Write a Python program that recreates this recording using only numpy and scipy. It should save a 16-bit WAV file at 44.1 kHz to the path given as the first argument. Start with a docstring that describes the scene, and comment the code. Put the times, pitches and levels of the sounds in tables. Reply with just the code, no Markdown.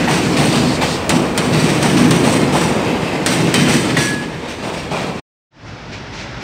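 """Rumble and rattle of a passenger train's last coaches on a crossover a few metres away. Rough treads
make rails roar and coach bodies boom; each bogie jolts twice, axle after axle, shaking its fittings;
wheels crack on the crossing noses and ring; flanges scrape. The train recedes under a road bridge and
the sound cuts off. After a short silence a distant diesel train fades in."""
import sys
import numpy as np
from scipy import signal
from scipy.fft import rfft, irfft, next_fast_len
from scipy.io import wavfile
from scipy.ndimage import map_coordinates

SR = 44100
rng = np.random.default_rng(int(sys.argv[2]) if len(sys.argv) > 2 else 0)


def persist_wave(psi):
    """Save psi, clipped to +-1, as 16-bit WAV."""
    counts = np.round(np.clip(psi, -1, 1) * 32767).astype(np.int16)
    wavfile.write(sys.argv[1], SR, np.atleast_2d(counts).T)


N = 283557
CUT_S, FAR_START_S = 5.196, 5.505
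# wheels hitting a crossing nose (time [s], crack [dB], hold [s], wheel ring [dB])
NOSE_STRIKES = [(1.0938, -13.5, .011, -30), (1.3765, -14.5, .008, -32), (1.827, -19, .007, -35),
                (2.1085, -16.5, .008, -33), (3.2618, -14, .007, -32), (3.5412, -13, .005, -21.5),
                (3.9692, -22, .002, -48)]


def amp(db):
    """Decibels to gain."""
    return 10 ** (np.asarray(db) / 20)


def unit(x):
    """x at rms 1."""
    return x / np.sqrt(np.mean(x ** 2) + 1e-20)


def clock():
    """Sample times [s]."""
    return np.arange(N) / SR


def curves(rows):
    """Per-sample curve of each column after the time."""
    times_s, *columns = np.transpose(rows)
    return [np.interp(clock(), times_s, column) for column in columns]


def wobble(rate_hz):
    """Smooth random curve, rate_hz knots a second."""
    return map_coordinates(rng.standard_normal(int(N * rate_hz / SR) + 4), [clock() * rate_hz])


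def filtered(x, response):
    """x through a gain over frequency."""
    size = next_fast_len(N + SR // 2)
    return irfft(rfft(x, size) * response(np.fft.rfftfreq(size, 1 / SR)), size)[:N]


def coloured(x, spectrum):
    """x through a spectrum (frequency [Hz], level [dB]), at rms 1."""
    knots_hz, db = np.transpose(spectrum)
    return unit(filtered(x, lambda hz: amp(np.interp(np.log(hz + 1), np.log(knots_hz), db, left=-90))))


def resonant(x, peaks):
    """x through resonances (centre [Hz], width [Hz], level [dB]), at rms 1."""
    def response(hz):
        return sum(amp(db) * 1j * hz * width / (centre ** 2 - hz ** 2 + 1j * hz * width)
                   for centre, width, db in peaks)
    return unit(filtered(x, response))


def noise():
    """White noise."""
    return rng.standard_normal(N)


def contacts(rate_hz, smear):
    """Tiny random impacts in a noise wash of their reflections."""
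    return unit(noise() * (rng.random(N) < rate_hz / SR)) + smear * noise()


def burst(start_s, rise_s, hold_s, t60_s):
    """Envelope: rise, hold, decay."""
    t = np.maximum(clock() - start_s, 0)
    return (1 - np.exp(-t / rise_s)) * amp(-60 * np.clip((t - hold_s) / t60_s, 0, 2))


def ring(start_s, modes):
    """Struck steel modes (frequency [Hz], level [dB], t60 [s])."""
    t = np.arange(int(.7 * SR)) / SR
    tone = sum(amp(db - 60 * t / t60_s) * np.sin(2 * np.pi * hz * t) for hz, db, t60_s in modes)
    return np.pad(tone, (round(start_s * SR), N))[:N]


def steely(x, spacing_hz=55, rate_hz=5, depth_db=2.3):
    """Spectral ripple of dense steel modes, shifting as the train goes by."""
    hz, t, spectra = signal.stft(x, SR, nperseg=2048)
    knots = rng.standard_normal((int(hz[-1] / spacing_hz) + 2, int(t[-1] * rate_hz) + 2))
    ripple = map_coordinates(knots, np.meshgrid(hz / spacing_hz, t * rate_hz, indexing="ij"))
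    return signal.istft(spectra * amp(depth_db * ripple), nperseg=2048)[1][:N]


def far_train(engine_db=-35, wheels_db=-37, approach_db_per_s=6):
    """A distant diesel rumbles closer, its clatter dulled and smeared by distance."""
    # spectra (frequency [Hz], level [dB])
    engine_spectrum = [(20, -42), (35, -17.5), (55, -2.5), (80, -7.5), (115, 2.5), (160, -5), (250, -8.5),
                       (400, -10), (550, -26), (900, -68.5)]
    wheel_spectrum = [(240, -31), (400, -3), (419, -5.5), (567, 0.5), (723, -2.5), (880, -0.5),
                      (1170, -5.5), (1370, -3), (2150, -6.5), (4460, -14.5), (5350, -13.5), (9960, -43.5),
                      (15000, -57)]
    clatter_spectrum = [(600, -19), (2300, 10.5), (3200, 2.5), (5700, 2), (7200, -8), (10000, -27),
                        (15000, -42.5)]
    # wheels crossing joints (time [s], level [dB], hold [s])
    joints = [(5.65, -39.5, 0.023), (5.913, -31.5, 0.025), (6.12, -34.5, 0.072), (6.181, -37.5, 0.055),
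              (6.402, -34, .05)]
    approach_db = approach_db_per_s * (clock() - FAR_START_S) - .1 * wobble(9.2)
    clatter = sum(amp(db) * burst(s, .011, hold_s, t60_s=.3) for s, db, hold_s in joints)
    return (amp(engine_db + approach_db) * coloured(noise(), engine_spectrum)
            + amp(wheels_db + approach_db) * coloured(noise(), wheel_spectrum)
            + clatter * coloured(noise(), clatter_spectrum))


def ground_tremble():
    """The ground shakes under the close train."""
    # tremble (time [s], level [dB])
    levels = [(0, -32.5), (3.2, -36), (4.4, -39)]
    # ground (frequency [Hz], level [dB])
    spectrum = [(18, -35), (30, -18), (45, -3.5), (62, 0), (85, 6.5), (130, -9.5), (250, -43)]
    return amp(curves(levels)[0]) * coloured(noise(), spectrum)


def rolling(roar_db=-1, hiss_db=-2, flutter_db=1):
    """Rough treads make rails and wheels roar and hiss, more so over the points."""
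    # rolling noise (time [s], roar [dB], hiss [dB])
    levels = [(0.0, -22, -22), (1.2, -21.5, -29), (1.7, -22, -26), (2.75, -19.5, -25), (3.14, -22.5, -27),
              (3.5, -22, -22.5), (3.99, -24, -23), (4.23, -28.5, -31), (5.02, -30, -32.5),
              (5.06, -27, -32.5)]
    # spectra (frequency [Hz], level [dB])
    roar_spectrum = [(200, -21), (380, 0.5), (480, 3.5), (650, -1), (900, -2.5), (1200, -7), (1600, -15.5),
                     (2400, -14.5), (5000, -51)]
    hiss_spectrum = [(900, -10.5), (1600, 0.5), (2500, 0.5), (3200, -4), (4500, -7), (6500, -13),
                     (8700, -14.5), (10000, -26), (15500, -40.5)]
    roar, hiss = amp(curves(levels))
    flutter = amp(flutter_db * wobble(35))
    treads = steely(contacts(rate_hz=2500, smear=1.6))
    return flutter * (amp(roar_db) * roar * coloured(noise(), roar_spectrum)
                      + amp(hiss_db) * hiss * coloured(treads, hiss_spectrum))


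def coach_bodies(rumble_db=-1, boom_db=-2.5, panel_db=-5):
    """Coach bodies boom and their panels drum as the bogies run through the points."""
    # rumble (time [s], level [dB])
    swells = [(0.0, -15.5), (0.49, -14.5), (1.05, -22.5), (1.16, -14), (1.35, -20.5), (1.56, -12),
              (1.78, -16), (2.02, -10), (3.21, -20.5), (3.44, -12.5), (3.53, -19), (3.58, -11),
              (4.09, -17.5), (4.42, -29.5), (5.02, -26.5), (5.15, -26)]
    # a body lurching on its springs (time [s], level [dB])
    lurches = [(.36, -16), (.615, -14.5), (1.12, -20), (3.39, -14.5), (3.555, -23), (4.315, -25.5)]
    # body (frequency [Hz], level [dB])
    spectrum = [(40, -48), (75, -25), (105, -6), (130, -1.5), (165, 1), (205, 0), (250, -2), (320, -1),
                (480, -12), (800, -49)]
    # panel modes (centre [Hz], width [Hz], level [dB])
    panels = [(126, 8.1, -8.5), (158.4, 23, -3), (199.7, 42, -7), (245.8, 17, 2.5), (304, 33, -7.5),
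              (434, 35, -18)]
    rumble = amp(curves(swells)[0] + rumble_db)
    lurch = sum(amp(db) * burst(s, rise_s=.02, hold_s=.05, t60_s=.55) for s, db in lurches)
    boom = amp(boom_db) * coloured(contacts(rate_hz=900, smear=1), spectrum)
    drumming = amp(panel_db) * resonant(coloured(noise(), spectrum), panels)
    return np.hypot(rumble, lurch) * (boom + drumming)


def flanges(song_db=5, waver_db=2.5, width_hz=22, closest_s=2.99):
    """Flanges scrape the check rail; rubbed wheels sing faintly as they pass closest."""
    # scrapes (time [s], level [dB], hold [s])
    scrapes = [(0.198, -31, 0.15), (.44, -28, 0.32), (0.846, -26, .1)]
    # scrape (frequency [Hz], level [dB])
    spectrum = [(2200, -24), (3700, -0.5), (4500, 1.5), (5100, -1.5), (6500, -8), (8600, -5.5),
                (10000, -23), (15500, -30)]
    # wheel tones (frequency [Hz], level [dB])
    tones = [(2062, -47), (2589, -40), (2690, -42), (3101, -46), (3316, -49), (3844, -52), (4678, -54)]
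    scrape = sum(amp(db) * burst(s, .02, hold_s, t60_s=.19) for s, db, hold_s in scrapes)
    passing = np.exp(-((clock() - closest_s) / .2) ** 2)
    rms = np.sqrt(sum(amp(db) ** 2 for _, db in tones))
    song = rms * resonant(noise(), [(hz, width_hz, db) for hz, db in tones])
    return (scrape * coloured(steely(noise()), spectrum)
            + amp(song_db + waver_db * wobble(22)) * passing * song)


def knocks():
    """Axle boxes bottom out with a short, dull blow."""
    # blows (time [s], level [dB])
    blows = [(.074, -13.5), (.398, -18), (.818, -18), (1.842, -19), (2.266, -18), (2.545, -16.5),
             (3.365, -22)]
    # blow (frequency [Hz], level [dB])
    spectrum = [(250, -18.5), (550, -5.5), (750, 6), (950, 5.5), (1300, -16), (2000, -2), (4000, -36)]
    envelope = sum(amp(db) * burst(s, rise_s=.001, hold_s=.01, t60_s=.16) for s, db in blows)
    return envelope * coloured(noise(), spectrum)


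def jolts(axle_gap_s=.285):  # wheelbase over speed
    """One jolt per axle (time [s], clatter [dB], jingle [dB], thud [dB], hold [s])."""
    # bogies crossing a rail gap
    # (time [s], leading axle [dB], trailing axle [dB], jingle offset [dB], thud offset [dB], hold [s])
    bogies = [(0.081, -22, -20.5, -11.5, 4.5, 0.087), (0.525, -22.5, -20, -22.5, 2.5, 0.026),
              (1.099, -25, -27, -9.5, 9.5, 0.075), (1.526, -23.5, -30, -13.5, 2.5, 0.13),
              (1.683, -26.5, -24.5, -11, -2, 0.056), (1.824, -27.5, -26, -6.5, 5, .06),
              (2.238, -25, -24.5, -6, 7.5, 0.12), (3.262, -21, -22.5, -7.5, -0.5, 0.07),
              (3.681, -21.5, -21, -7, -2, 0.077), (4.478, -30.5, -38, -13.5, -6, 0.016),
              (4.624, -31.5, -28.5, -18.5, 11, 0.13)]
    return [(s + delay_s, db, db + jingle_db, db + thud_db, hold_s)
            for s, leading_db, trailing_db, jingle_db, thud_db, hold_s in bogies
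            for delay_s, db in ((0, leading_db), (axle_gap_s, trailing_db))]


def clanks(low_hz=800, high_hz=4500, gain_db=-13, t60_s=.3, count=14):
    """Each jolt rings a different set of bogie frame modes."""
    frames = np.zeros(N)
    for s, db, *_ in jolts():
        modes_hz = low_hz * (high_hz / low_hz) ** rng.random(count)
        levels_db = db + gain_db + 2 * rng.standard_normal(count)
        frames += ring(s, zip(modes_hz, levels_db, [t60_s] * count))
    return frames


def singing_wheel(rise_s=.008, drift_hz=3.5, waver_db=1.5):
    """One mode of the last wheel builds, holds while the flange rubs, and dies."""
    # wheel mode (time [s], frequency [Hz], level [dB], hold [s], t60 [s])
    song = (3.969, 1686, -22.5, .17, .55)
    s, hz, db, hold_s, t60_s = song
    phase = 2 * np.pi * np.cumsum(hz + drift_hz * wobble(40)) / SR
    return amp(db + waver_db * wobble(25)) * burst(s, rise_s, hold_s, t60_s) * np.sin(phase)


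def ringing(waver_db=2):
    """Struck steel rings on, wavering as the paths over ground and coach side shift."""
    # wheel modes (frequency [Hz], level [dB], t60 [s])
    wheel_modes = [(1174, -9, .5), (1930, 3, .12), (2460, -5, .55), (2530, -5, .5), (3081, 0, .95),
                   (3811, -6, .6), (4651, -4, .35), (5561, -12, .6)]
    # wheels and loose parts (time [s], then for two modes: frequency [Hz], level [dB], t60 [s])
    parts = [(3.8, 8560, -29, .35, 12450, -46, .35), (3.969, 1920, -9, .07, 2030, -17, .06),
             (4.487, 6266, -41, .7, 5582, -46, .4), (4.672, 8560, -34, .12, 5870, -42, .15),
             (4.762, 2293, -28, .25, 5582, -34, .35), (4.925, 2410, -30, .8, 2500, -32, .45)]
    wheels = sum(amp(db) * ring(s, wheel_modes) for s, _, _, db in NOSE_STRIKES)
    clinks = sum(ring(s, [modes[:3], modes[3:]]) for s, *modes in parts)
    return (wheels + clinks + singing_wheel() + clanks()) * amp(waver_db * wobble(45))


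def rattles(clatter_db=-1, jingle_db=-1, thud_db=-2, shake_db=.92):
    """After each jolt, brake rigging and springs chatter over a dull thud."""
    # spectra (frequency [Hz], level [dB])
    clatter_spectrum = [(500, -19), (1200, 1), (2000, 5.5), (2600, 6.5), (3100, 3), (4500, 1), (6800, -6),
                        (9000, -9), (10300, -19.5), (15500, -21)]
    thud_spectrum = [(60, -18), (150, 14), (280, -1), (500, 6), (900, 3), (1400, -5), (3000, -62)]
    jingle_spectrum = [(2500, -18), (5500, 13.5), (16000, -3)]
    # bogie fitting modes (centre [Hz], width [Hz], level [dB])
    fittings = [(5870, 130, -4), (7950, 250, -5), (8560, 380, 0), (9050, 400, -9), (11000, 250, -18),
                (12450, 450, -16), (13880, 200, -21)]
    clatter, jingle, thud = np.zeros((3, N))
    for s, db, fittings_db, low_db, hold_s in jolts():
        first_hit = .45 * burst(s, rise_s=.001, hold_s=.012, t60_s=.15)
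        clatter += amp(db) * (first_hit + burst(s, .014, hold_s, t60_s=.6))
        jingle += amp(fittings_db) * burst(s, .01, hold_s, t60_s=.6)
        thud += amp(low_db) * burst(s, .0061, .35 * hold_s, t60_s=.87)
    chatter = steely(contacts(rate_hz=1600, smear=1.43)) * amp(shake_db * wobble(70))
    return (amp(clatter_db) * clatter * coloured(chatter, clatter_spectrum)
            + amp(jingle_db) * jingle * resonant(coloured(chatter, jingle_spectrum), fittings)
            + amp(thud_db) * thud * coloured(noise(), thud_spectrum))


def strikes(spray_db=-1, snap_db=2.5, echo_s=.0045, echo_db=-3):
    """A wheel hits the crossing nose: a snap, its quick echo off the ground, a spray of reflections."""
    # spectra (frequency [Hz], level [dB])
    spray_spectrum = [(300, 11), (1000, 10.5), (2000, 10), (4300, 7.5), (6500, 0), (9000, 6.5),
                      (10500, -20.5), (15500, -18.5)]
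    snap_spectrum = [(800, -15.5), (2000, 0.5), (6000, -0.5), (9000, 2.5), (10500, -10), (15500, -13)]
    spray, snap = np.zeros((2, N))
    for s, db, hold_s, _ in NOSE_STRIKES:
        spray += amp(db) * burst(s, .0003, hold_s, t60_s=.1)
        for delay_s, gain_db in (0, 0), (echo_s, echo_db):
            snap += amp(db + gain_db) * burst(s + delay_s, rise_s=.0001, hold_s=.0008, t60_s=.008)
    return (amp(spray_db) * spray * coloured(noise(), spray_spectrum)
            + amp(snap_db) * snap * coloured(noise(), snap_spectrum))


def receding(x, corner_hz=7500, shelf_db=-4, span_s=(4.08, 4.3)):
    """The treble fades as the last coach draws away under the bridge."""
    dull = filtered(x, lambda hz: amp(shelf_db * hz ** 4 / (hz ** 4 + corner_hz ** 4)))
    away = np.interp(clock(), span_s, [0, 1])
    return (1 - away) * x + away * dull


def scene(fade_s=.19, fade_power=1.2):
    """The close train's sound cuts off; the distant train fades in."""
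    running = ground_tremble() + rolling() + coach_bodies() + flanges()
    impacts = knocks() + ringing() + rattles() + strikes()
    cut = burst(0, rise_s=.00017, hold_s=CUT_S, t60_s=.018) * (clock() < FAR_START_S)
    fade = np.clip((clock() - FAR_START_S) / fade_s, 0, 1) ** fade_power
    return (cut * receding(running + impacts) + fade * far_train())[None]


def record(dry, top_hz=15650):
    """Soft-clip the peaks, then band-limit."""
    rounded = dry[0] / (1 + dry[0] ** 6) ** (1 / 6)
    return filtered(rounded, lambda hz: hz < top_hz)[None]


dry = scene()
out = record(dry)
persist_wave(out)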